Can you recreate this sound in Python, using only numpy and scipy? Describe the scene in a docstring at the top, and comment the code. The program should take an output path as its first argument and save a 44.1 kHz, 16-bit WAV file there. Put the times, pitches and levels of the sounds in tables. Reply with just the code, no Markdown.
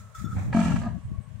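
"""A bull's rough grunt: slow flaps of the larynx ring its throat under a snort of air, then break up
into a few last catches. Before it, the bull draws air through a whistling nostril and rumbles briefly;
after it, a thin tone trails off. A wall answers faintly. Light wind buffets each microphone port on
its own, over quiet yard air and two distant chirps."""
import sys
import numpy as np
from scipy import signal
from scipy.fft import rfft, irfft, next_fast_len
from scipy.io import wavfile
from scipy.ndimage import map_coordinates

SR = 44100
rng = np.random.default_rng(int(sys.argv[2]) if len(sys.argv) > 2 else 0)


def pcm_store(signal):
    """Save signal as 16-bit PCM."""
    levels = np.round(np.clip(np.atleast_2d(signal), -1, 1) * 32767)
    wavfile.write(sys.argv[1], SR, levels.astype(np.int16).T)


N = 61739
T = np.arange(N) / SR
GRUNT_S = .5458


def grunt():
    """Each larynx flap rings the throat, snaps in the nose and adds a turbulent puff to the outflow."""
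    # force of the regular flaps: time_s, flap_db, puff_db, snap_db
    force = [(.546, -7.5, -25, -65), (.568, -9, -24.5, -27.5), (.59, -11, -22, -30.5),
             (0.614, -22, -23, -30), (.635, -26, -32.5, -33), (.658, -17, -37, -29)]
    # separate catches of the throat: start_s, flap_db, puff_db, snap_db
    catches = [(.527, -32, -21, -38), (.681, -19.5, -26, -40), (.705, -21, -34, -45), (.719, -28, -27, -34),
               (.759, -25.5, -21.5, -34), (.815, -35, -30, -56), (.833, -34, -27.5, -60),
               (.863, -17, -42, -40), (.897, -35, -55, -53), (.95, -34, -58, -75)]
    # throat modes, mouth open: freq_hz, flap_db, air_db, t60_s
    open_throat = [(220.6, -3.5, -17, 0.14), (179.2, -10.5, -10, 0.17), (627.6, -22.5, -29, .13),
                   (682.3, -17.5, -2, 0.23), (935, -31, 3, 0.081), (1336, -25, 0.5, 0.024),
                   (1663, -26, 2.5, 0.027), (1904, -46.5, -6, 0.039), (2328, -35, -2.5, 0.039),
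                   (2733, -66, -8, 0.12)]
    # throat modes, mouth nearly closed: freq_hz, flap_db, air_db, t60_s
    closed_throat = [(212, -1.5, -12, 0.09), (165, -15, 4, 0.09), (625, -24, -1, .09), (692, -7.5, 1, 0.09),
                     (970, -30, 3, 0.05), (1220, -30, 1, .06), (1655, -45, 3.5, 0.028)]
    # outflow envelope: time_s, level_db
    outflow = [(.515, -102), (.535, -38.5), (.6, -38.5), (.72, -38), (.795, -49.5), (.835, -42.5),
               (.87, -43), (.93, -57), (1.02, -67), (1.15, -119)]
    # outflow spectrum: freq_hz, gain_db
    outflow_spectrum = [(240, -68), (400, -15), (560, -9), (690, -0.5), (812, -5), (1330, -11),
                        (1480, -22.5), (1690, -14), (3500, -32), (4550, -22.5), (7700, -120)]
    # nasal tones: freq_hz, level_db, width_s
    open_nose, closed_nose = [(1307, -1.5, .0042), (2330, -11.5, .00306)], [(1216, 0, .022)]
    flap_hz, flap_count, close_s = 45.07, 6, .795
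    puff_rise_s, puff_decay_s, jet_top_hz = .002, .0045, 2640

    starts_s = GRUNT_S + np.arange(flap_count) / flap_hz
    knots_s, *forces_db = np.transpose(force)
    beats = [(s, *(np.interp(s, knots_s, db) for db in forces_db)) for s in starts_s]
    voice = np.zeros(N)
    air_power = amp(curve(outflow) + 2 * wobble(130.6)) ** 2
    for start_s, flap_db, puff_db, snap_db in beats + list(catches):
        if start_s < close_s:
            throat, nose, rise_s = open_throat, open_nose, .003
        else:
            throat, nose, rise_s = closed_throat, closed_nose, .005
        modes = sagged([(hz, db, t60_s) for hz, db, _, t60_s in throat], start_s)
        voice += amp(flap_db) * flap(start_s, modes, rise_s, scatter_db=.4)
        voice += amp(snap_db) * snap(start_s, nose)
        age_s = np.maximum(T - start_s, 0)
        puff = (1 - np.exp(-age_s / puff_rise_s)) * np.exp(-age_s / puff_decay_s)
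        air_power += (amp(puff_db) * puff) ** 2

    jet = np.sqrt(air_power) * white(side_db=-7.5, left_db=-6)
    jet = filtered(jet, lambda hz: 1 / np.hypot(1, (hz / jet_top_hz) ** 5))
    closed = step(close_s, .014)
    resonant = throat_air(open_throat, jet * (1 - closed)) + throat_air(closed_throat, jet * closed)
    broad = np.sqrt(air_power) * colour(white(side_db=-10, left_db=5), outflow_spectrum)
    return voice * amp([[.4], [-.4]]) + amp(-2.5) * resonant + amp(-5) * broad


def flap(start_s, modes, rise_s, scatter_db):
    """One closure rings the modes; soft tissue shifts the upper ones from flap to flap."""
    waver, waver_above_hz = .034, 800
    age_s = np.maximum(T - start_s, 0)
    out = np.zeros(N)
    for hz, db, t60_s in modes:
        louder, higher = rng.standard_normal(2)
        if hz > waver_above_hz:
            hz *= 1 + waver * higher
        out += amp(db + scatter_db * louder) * ring(hz, t60_s, age_s)
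    return out * (1 - np.exp(-(age_s / rise_s) ** 2))


def sagged(modes, time_s):
    """Modes below 300 Hz sink as the throat slackens."""
    sag_per_s = .15
    ratio = 1 - sag_per_s * (time_s - GRUNT_S)
    return [(hz * ratio if hz < 300 else hz, db, t60_s) for hz, db, t60_s in modes]


def snap(start_s, tones):
    """A nasal burst just after a flap, randomly detuned."""
    delay_s, detune = .00303, .018
    t = T - start_s - delay_s
    out = np.zeros(N)
    for hz, db, width_s in tones:
        hz *= 1 + detune * rng.standard_normal()
        out += amp(db) * np.exp(-(t / width_s) ** 2) * np.sin(2 * np.pi * hz * t)
    return out


def throat_air(throat, jet):
    """Turbulent air coloured by the throat's resonances."""
    tract = sum(amp(db) * ring(hz, t60_s, T[:SR // 4]) / np.sqrt(t60_s) for hz, _, db, t60_s in throat)
    return signal.fftconvolve(jet, tract[None] / np.linalg.norm(tract), axes=1)[:, :N]


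def growl():
    """Slack tissue flutters unevenly and keeps the chest humming between the flaps."""
    # flutter envelope: time_s, level_db
    envelope = [(.54, -60), (.58, -30), (.7, -28), (.73, -28.5), (.77, -35), (.85, -32), (.92, -44),
                (1, -65)]
    # chest modes: freq_hz, gain_db, t60_s
    modes = [(225, 4, 0.1), (179.8, 3.5, 0.098), (145.2, 1, 0.1)]
    rate_hz, jitter_periods = 58, .249
    starts_s = np.arange(envelope[0][0], envelope[-1][0], 1 / rate_hz)
    starts_s += jitter_periods / rate_hz * rng.standard_normal(64)[:len(starts_s)]
    hum = sum(flap(s, sagged(modes, s), rise_s=.005, scatter_db=.5) for s in starts_s)
    active = (T > starts_s[0]) & (T < starts_s[-1])
    return hum / np.std(hum[active]) * amp(curve(envelope))


def rumble():
    """Two short, soft purrs from the chest, the louder one breathy."""
    # purrs: start_s, length_s, pulse_hz, level_db, rise_s
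    purrs = [(0, .08, 103.6, -33.5, 0.0066), (0.353, .07, 95.1, -18, 0.0039)]
    # chest modes: freq_hz, gain_db, t60_s
    chest = [(99.7, 2.5, 0.038), (193.5, -9, 0.057)]
    # breath envelope: time_s, level_db
    air_envelope = [(.33, -75), (.37, -41.5), (.4, -44), (.46, -52.5), (.52, -53.5), (.56, -101)]
    # breath spectrum: freq_hz, gain_db
    air_spectrum = [(260, -60), (450, -17), (580, -7), (667, -19), (742, -5), (934, -13.5), (2500, -19.5),
                    (2950, -42), (3200, -32), (4160, -33.5), (7040, -120)]
    fade_db_per_s = 43
    voice = np.zeros(N)
    for start_s, length_s, pulse_hz, db, rise_s in purrs:
        for age_s in np.arange(0, length_s, 1 / pulse_hz):
            pulse = flap(start_s + age_s, chest, rise_s, scatter_db=1.5)
            voice += amp(db - fade_db_per_s * age_s) * pulse
    air = colour(white(side_db=-.5, left_db=-2), air_spectrum)
    return voice + air * amp(curve(air_envelope) + 1.2 * wobble(156.5))


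def hiss():
    """Air rushes in, then out, through the nostrils."""
    # hiss envelope: time_s, level_db
    envelope = [(0, -52.5), (.03, -63), (.144, -69), (.151, -51.5), (.22, -51), (.275, -64), (.325, -57.5),
                (.43, -57), (.515, -66), (.545, -48), (.61, -41.5), (.71, -47), (.81, -52), (.92, -66.5),
                (1.01, -69), (1.06, -72), (1.12, -72), (1.2, -78), (1.25, -81), (1.29, -71.5)]
    # inhale spectrum: freq_hz, gain_db
    in_spectrum = [(1200, -19), (1750, 7.5), (2450, 0.5), (2950, -10), (3500, 0), (4600, -4.5), (7200, 5.5),
                   (10000, -7), (12000, -9), (15500, -8.5)]
    # exhale spectrum: freq_hz, gain_db
    out_spectrum = [(1800, -15), (2900, -5), (3500, -13.5), (4800, -17), (6300, -12.5), (8100, -13),
                    (10000, -27), (12200, -26.5), (13600, -53.5), (15500, -57)]
    turn_s = .51
    inward = colour(white(side_db=0, left_db=-1.5), in_spectrum)
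    outward = colour(white(side_db=.5, left_db=-3.5), out_spectrum)
    return np.where(T < turn_s, inward, outward) * amp(curve(envelope) + 1.46 * wobble(109.6))


def whistle():
    """Edge tone in a narrowed nostril: short notes that start crisply and fade."""
    # notes: start_s, length_s, pitch_hz, level_db, overtones_db
    notes = [(0, 0.11, 1300, -57.5, -26), (0.149, 0.029, 1292, -43.5, -2), (0.198, 0.021, 1290, -44, -21),
             (0.246, 0.02, 1333, -46, 6.5), (0.268, .02, 1297, -46, -5), (0.313, 0.026, 1317, -41, -7)]
    # overtones, the same for every note: freq_hz, gain_db
    overtones = [(3480, -17), (5480, -24), (6650, -22.5), (14250, -27)]
    edge_s, waver_hz, fade_db_per_s, max_fade_db = .002, 24, 220, 7
    out = np.zeros(N)
    for start_s, length_s, pitch_hz, level_db, overtones_db in notes:
        tone = wavering(pitch_hz, waver_hz)
        tone += sum(amp(db + overtones_db) * wavering(hz, waver_hz) for hz, db in overtones)
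        fade_db = np.clip(fade_db_per_s * (T - start_s), 0, max_fade_db)
        flutter_db = 1.5 * wobble(130)
        gate = step(start_s, edge_s) * (1 - step(start_s + length_s, edge_s))
        out += unit(tone) * amp(level_db - fade_db + flutter_db) * gate
    return out


def rasp():
    """Turbulence smears the whistle as the nostril narrows."""
    # rasp envelope: time_s, level_db
    envelope = [(0, -63.5), (.13, -70), (.155, -48), (.24, -62.5), (.285, -47), (.305, -57), (.33, -39),
                (.36, -70), (.4, -93)]
    # rasp spectrum: freq_hz, gain_db
    spectrum = [(700, -50.5), (1100, -27), (1300, 13.5), (1550, -4), (1800, -17), (3000, -55)]
    return colour(white(side_db=-2.5, left_db=1), spectrum) * amp(curve(envelope))


def after_whistle():
    """A thin, faint tone swells and breaks into its octave as the air runs out."""
    # tone contour: time_s, pitch_hz, level_db, octave_db
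    contour = [(.93, 1127, -68, -87), (1.11, 1108, -76, -86), (1.155, 1118, -55.5, -88),
               (1.18, 1120, -69.5, -69.5), (1.21, 1118, -69, -80), (1.32, 1095, -74, -88),
               (1.38, 1105, -97, -100)]
    pitch_hz = curve(contour)
    tone = unit(wavering(pitch_hz, waver_hz=3.9)) * amp(curve(contour, column=2))
    octave = unit(wavering(2 * pitch_hz, waver_hz=7.3)) * amp(curve(contour, column=3))
    return (tone + octave) * amp(1.1 * wobble(61)) * step(contour[0][0], .002)


def wall_echo(x):
    """A short outdoor echo; the mids ring longest."""
    # decay: freq_hz, t60_s
    decay = [(200, .1), (1500, .42), (10000, .26)]
    hz, t, noise = signal.stft(rng.standard_normal((2, SR // 2)), SR, nperseg=256)
    fade = amp(-60 * t / along(decay, hz)[:, None])
    tail = signal.istft(noise * fade, SR, nperseg=256)[1]
    return signal.fftconvolve(x, tail / np.linalg.norm(tail[0]), axes=1)[:, :N]


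def wind():
    """Eddies rumble at each port separately and brighten as they strengthen; the sharpest thump."""
    # wind at the left port: time_s, level_db
    left = [(0, -49), (.16, -53), (.2, -34), (.265, -28), (.3, -31.5), (.4, -30.5), (.52, -30), (.58, -37),
            (.71, -27.5), (.82, -30), (.92, -31.5), (.98, -28.5), (1.02, -40.5), (1.055, -38),
            (1.12, -30.5), (1.17, -35), (1.205, -31.5), (1.24, -39.5), (1.3, -36.5), (1.4, -35)]
    # wind at the right port: time_s, level_db
    right = [(0, -46.5), (.12, -58.5), (.22, -42.5), (.28, -50), (.33, -30), (.44, -33), (.48, -27.5),
             (.53, -30), (.58, -30), (.82, -31.5), (.95, -39.5), (1.02, -56), (1.06, -38), (1.15, -40),
             (1.25, -73)]
    # low buffet spectrum: freq_hz, gain_db
    buffet = [(20, -25), (40, -22), (65, -7), (95, -2.5), (135, -7), (175, -13), (230, -21.5), (320, -62),
              (600, -79)]
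    # strong-eddy spectrum: freq_hz, gain_db
    sharp_buffet = [(60, -56), (170, 11.5), (250, -4.5), (330, -11.5), (450, -19.5), (800, -34),
                    (1500, -77)]
    # thumps: time_s, peak_db, width_s, port (0 left, 1 right)
    thumps = [(0.2446, -16, 0.0014, 0), (0.7436, -8, 0.0015, 0), (1.055, -21, 0.0024, 1),
              (1.118, -22, 0.0014, 0), (1.189, -19.5, 0.0026, 0)]
    strong_wind_db, sharp_db_per_db = -32.5, 3
    strength_db = np.array([curve(left), curve(right)])
    sharp_db = -43 + sharp_db_per_db * (strength_db - strong_wind_db)
    ports = colour(rng.standard_normal((2, N)), buffet) * amp(strength_db)
    ports += colour(rng.standard_normal((2, N)), sharp_buffet) * amp(sharp_db)
    for time_s, peak_db, width_s, port in thumps:
        u = (T - time_s) / width_s
        ports[int(port)] += amp(peak_db) * (1 - u * u) * np.exp(-u * u / 2)
    return ports


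def chirps():
    """Two thin, high chirps in the distance."""
    # chirps: time_s, peak_db
    peaks = [(1.051, -68), (1.24, -67)]
    pitch_hz, width_s = 8250, .029
    envelope = sum(amp(db) * np.exp(-((T - s) / width_s) ** 2) for s, db in peaks)
    return wavering(pitch_hz, waver_hz=380) * envelope


def yard_air():
    """Steady, quiet outdoor noise."""
    # ambient spectrum: freq_hz, gain_db
    spectrum = [(240, -74), (400, -13), (569, -10.5), (623, -3), (705, -15), (942, -14), (1130, -6.5),
                (1220, -19.5), (1560, -15), (5000, -32), (8530, -29), (15500, -44)]
    return amp(-61) * colour(white(side_db=-2, left_db=-1.5), spectrum)


def amp(db):
    """Decibels to gain."""
    return 10 ** (np.asarray(db) / 20)


def unit(x):
    """Scale to rms 1."""
    return x / np.sqrt(np.mean(x ** 2) + 1e-20)


def along(points, hz):
    """Interpolate (freq_hz, value) points on a log axis."""
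    knots_hz, values = np.transpose(points)
    return np.interp(np.log(hz + 1), np.log(knots_hz + 1), values)


def curve(rows, column=1):
    """One column of a timed table, per sample."""
    rows = np.array(rows)
    return np.interp(T, rows[:, 0], rows[:, column])


def step(time_s, width_s):
    """Smooth rise from 0 to 1 around time_s."""
    return .5 + .5 * np.tanh((T - time_s) / width_s)


def wobble(knots_per_s):
    """Smooth random curve."""
    return map_coordinates(rng.standard_normal(2048), [T * knots_per_s], mode="wrap")


def wavering(hz, waver_hz):
    """Sine with wandering pitch."""
    return np.sin(2 * np.pi * np.cumsum(hz + waver_hz * wobble(170)) / SR)


def ring(hz, t60_s, age_s):
    """Damped resonance, struck at age 0."""
    return -np.sin(2 * np.pi * hz * age_s) * amp(-60 * age_s / t60_s)


def white(side_db, left_db):
    """Stereo white noise: side_db sets width, left_db balance."""
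    mid, side = rng.standard_normal((2, N))
    side = side * amp(side_db)
    return unit(np.array([mid + side, mid - side]) * amp([[left_db / 2], [-left_db / 2]]))


def filtered(x, response):
    """Apply the gain response(hz) by FFT."""
    size = next_fast_len(N + SR // 2)
    return irfft(rfft(x, size) * response(np.fft.rfftfreq(size, 1 / SR)), size)[..., :N]


def colour(x, spectrum):
    """Shape x by (freq_hz, gain_db) points, at rms 1."""
    return unit(filtered(x, lambda hz: amp(along(spectrum, hz))))


def scene():
    """The bull, its echo, the wind and the yard."""
    bull = grunt() + growl() + hiss() + rasp() + whistle() + after_whistle() + rumble()
    yard = yard_air()
    return bull + amp(-11.5) * wall_echo(bull) + wind() + chirps() + yard


def record(dry):
    """Brick-wall low-pass."""
    top_hz = 15800
    return filtered(dry, lambda hz: hz < top_hz)


dry = scene()
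out = record(dry)
pcm_store(out)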